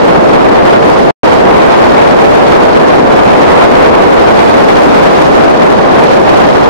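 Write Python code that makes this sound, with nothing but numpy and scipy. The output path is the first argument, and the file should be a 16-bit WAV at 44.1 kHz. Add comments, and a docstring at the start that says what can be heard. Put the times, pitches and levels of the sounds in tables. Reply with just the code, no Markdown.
"""Wind on a bare stereo microphone, point blank, on the frame of a hang glider out over the sea.
Eddies buffet the two ports, mostly pushing on one while they pull on the other, and their roar
overloads the input. A gritty, flickering noise is added on the loudest crests. Behind the roar, air
hisses past the edges of the camera housing. The sound cuts out once for an eighth of a second."""
import sys
import numpy as np
from scipy import signal
from scipy.fft import rfft, irfft, next_fast_len
from scipy.io import wavfile
from scipy.ndimage import uniform_filter1d

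SR = 44100
rng = np.random.default_rng(int(sys.argv[2]) if len(sys.argv) > 2 else 0)


def unload_audio(sound):
    """Save the sound as a 16-bit wav file, at the path given as the first command line argument."""
    columns = np.transpose(np.atleast_2d(sound))
    # keep every value between -1 and 1, then stretch to whole-number steps
    steps = np.round(np.clip(columns, -1, 1) * 32767)
    wavfile.write(sys.argv[1], SR, steps.astype(np.int16))


N = 295029

# slow course of the wind at the microphone: (time [s], flow strength [dB], treble level [dB])
AIRSTREAM = [(0.0, 0.2, -1), (0.45, -0.5, -1.2), (0.75, 0.4, -1), (1.25, 0.2, 2), (1.5, 0.3, -1.5),
             (1.9, 1.2, 0.5), (2.3, -1, -0.5), (2.6, 0.5, 0.5), (2.85, -1.8, -2), (3.15, 0, -0.5),
             (3.47, 1.2, 0.2), (4.0, 0.8, -0.6), (4.55, 0.7, 1.6), (5.2, 0.4, 1.6), (5.5, -1, -0.5),
             (5.95, -0.3, -0.2), (6.45, -0.4, 0.7), (6.68, -0.9, -0.5)]
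# single surges of wind, negative for lulls: (centre time [s], length [s], strength [dB])
WIND_SURGES = [(0.225, 0.3, -1.5), (0.724, 0.15, 1.8), (1.07, 0.15, -4), (1.433, .12, -1.5),
               (2.917, 0.23, 2.1), (3.04, .1, -1.5), (3.648, 0.078, 0.4), (3.826, 0.073, 2),
               (3.903, 0.087, -2.5), (3.99, .07, 2), (5.99, 0.059, 1.5), (6.225, 0.1, -3),
               (6.286, 0.055, 2.2)]
# eddy pressure on the ports: (frequency [Hz], level [dB])
BUFFET_SPECTRUM = [(20, -25), (60, -16), (100, -14), (170, -5.5), (280, -1), (450, 1.5), (700, 0),
                   (1000, -5.5), (1500, -14.5), (2400, -27), (4000, -41.5), (8000, -69)]
# how the right port follows the left: (frequency [Hz], likeness [0-1], phase lead [rad])
PORT_LIKENESS = [(40, 0.53, 2.7), (160, 0.6, 2.44), (348, 0.57, 2.9), (760, 0.54, 3.2), (1090, 0.3, 3.43),
                 (2000, 0.41, 3.74), (5030, 0.24, 4.3)]
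# gritty noise added on the loudest crests: (frequency [Hz], level [dB])
GRIT_SPECTRUM = [(300, -2), (1000, 2), (2500, -4), (5000, -10.5), (8000, -18.5), (12500, -26.5),
                 (14000, -36)]
# air tearing past the edges of the housing: (frequency [Hz], level [dB])
HISS_SPECTRUM = [(500, 1.5), (1500, -1.5), (2500, -0.5), (4000, -4.5), (6000, -10), (9000, -13.5),
                 (13000, -19), (16000, -26)]
# the gap where the sound cuts out: (start [s], end [s])
GAP = (1.109, 1.2328)


def wind_roar(flow_db):
    """Eddies right on the ports: stronger flow breaks big ones into small, so gusts sound brighter."""
    pressure = turbulence(BUFFET_SPECTRUM)
    big_eddies = signal.sosfiltfilt(signal.butter(2, 330, fs=SR, output="sos"), pressure)
    big_eddy_db = 1.5 - 0.7 * flow_db
    roar = pressure + (from_db(big_eddy_db) - 1) * big_eddies
    roar *= from_db(-0.93 + 0.64 * flow_db + 1.45 * flutter(rate=26.6))
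    small_eddies = resonance(roar, hz=1250, width_hz=1400)
    return roar + (from_db(0.7 * flow_db) - 1) * small_eddies


def turbulence(spectrum):
    """Random pressure at both ports; an eddy that spans the two meets them nearly in opposite phase."""
    size = next_fast_len(N)
    hz = np.arange(size // 2 + 1) * SR / size
    left, unshared = rfft(rng.standard_normal((2, size)))
    likeness, lead = at_hz(PORT_LIKENESS, hz)
    right = likeness * np.exp(1j * lead) * left + np.sqrt(1 - likeness ** 2) * unshared
    level_db, = at_hz(spectrum, hz)
    pressure = irfft(np.array([left, right]) * from_db(level_db), size)
    return rms_one(pressure[:, :N])


def airstream():
    """Flow and treble at the microphone, in dB: a slow course, single surges and chance gusts."""
    flow_db, treble_db = in_time(AIRSTREAM)
    gust_db = surges() + 0.5 * flutter(rate=11)[0]
    return flow_db + gust_db, treble_db + gust_db


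def surges():
    """Each surge or lull of the wind comes and goes as a smooth bell, in dB."""
    t = np.arange(N) / SR
    return sum(db * np.cos(np.pi * np.clip((t - centre) / length, -0.5, 0.5)) ** 2
               for centre, length, db in WIND_SURGES)


def overload(x, knee=5.8):
    """The microphone's input stage flattens every crest, with a slightly rounded corner."""
    return x / (1 + np.abs(x) ** knee) ** (1 / knee)


def grit(dry, follow_s=0.0014, growth=1.14):
    """A gritty, flickering noise, strongest on the loudest crests, rising with treble and surges."""
    _, treble_db = in_time(AIRSTREAM)
    power = uniform_filter1d(dry ** 2, int(follow_s * SR)) / np.mean(dry ** 2)
    flicker_db = 1.1 * flutter(rate=33)[0] + 0.3 * flutter(rate=10)[0]
    level = from_db(-23.5 + 0.9 * treble_db + 0.45 * surges() + flicker_db)
    return level * np.maximum(power, 0) ** (growth / 2) * turbulence(GRIT_SPECTRUM)


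def dropout(cut_db=21.0, fade_s=0.03):
    """The gain collapses within milliseconds, lets a faint rest die away, and comes back."""
    t = np.arange(N) / SR
    start, end = GAP
    dying = from_db(-cut_db - 60 * np.maximum(t - start, 0) / fade_s)
    gain = np.where((t > start) & (t < end), dying, 1)
    return uniform_filter1d(gain, size=70)


def edge_hiss(treble_db, spurt_db=3.0, patchy_db=1.5):
    """Fine eddies tear off the housing in short spurts, close by; the right port is brighter."""
    hiss = turbulence(HISS_SPECTRUM)
    hiss *= from_db(-23 + treble_db + spurt_db * flutter(rate=230) + patchy_db * flutter(rate=16))
    hiss[1] += 0.84 * resonance(hiss[1], hz=4700, width_hz=3300)
    return hiss


def flutter(rate):
    """Random wavering of spread 1, separate for each port, smoothed above `rate` in Hz."""
    pole = np.exp(-80 * np.pi * rate / SR)
    noise = rng.standard_normal((2, N // 40 + 2002))  # one value per 40 samples
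    slow = signal.lfilter([1], [1, -2 * pole, pole * pole], noise)[:, 2000:]
    return np.array([np.interp(np.arange(N) / 40, np.arange(len(port)), rms_one(port)) for port in slow])


def resonance(x, hz, width_hz):
    """A two-pole band with gain 1 on top."""
    radius = np.exp(-np.pi * width_hz / SR)
    feedback = [1, -2 * radius * np.cos(2 * np.pi * hz / SR), radius * radius]
    return signal.lfilter(np.array([1, 0, -1]) * (1 - radius * radius) / 2, feedback, x)


def in_time(rows):
    """Each column of a curve at every sample."""
    times, *columns = np.transpose(rows)
    return [np.interp(np.arange(N) / SR, times, column) for column in columns]


def at_hz(rows, hz):
    """Each column of a table, read on a log-frequency axis."""
    points, *columns = np.transpose(rows)
    return [np.interp(np.log(hz + 1), np.log(points), column) for column in columns]


def from_db(db):
    """Decibels to gain."""
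    return 10 ** (np.asarray(db) / 20)


def rms_one(x):
    """Scale to an rms of 1."""
    return x / np.sqrt(np.mean(x ** 2) + 1e-20)


def scene():
    """The wind at the microphone: roar in front, hiss behind, rising together in the gusts."""
    flow_db, treble_db = airstream()
    return wind_roar(flow_db) + edge_hiss(treble_db)


def record(dry, coupling_hz=14, dull_hz=4800, cutoff_hz=15800):
    """The wind overloads the input; then come added grit, one dropout, a clip and a top cut."""
    coupling = signal.butter(1, coupling_hz, "high", fs=SR, output="sos")
    sagging = signal.sosfilt(coupling, overload(dry))
    rounded = signal.sosfilt(signal.butter(2, dull_hz, fs=SR, output="sos"), sagging)
    gritty = rounded + grit(dry)
    clipped = np.clip(from_db(-0.3) * gritty * dropout(), -1, 1)
    return signal.sosfilt(signal.butter(12, cutoff_hz, fs=SR, output="sos"), clipped)


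dry = scene()
out = record(dry)
unload_audio(out)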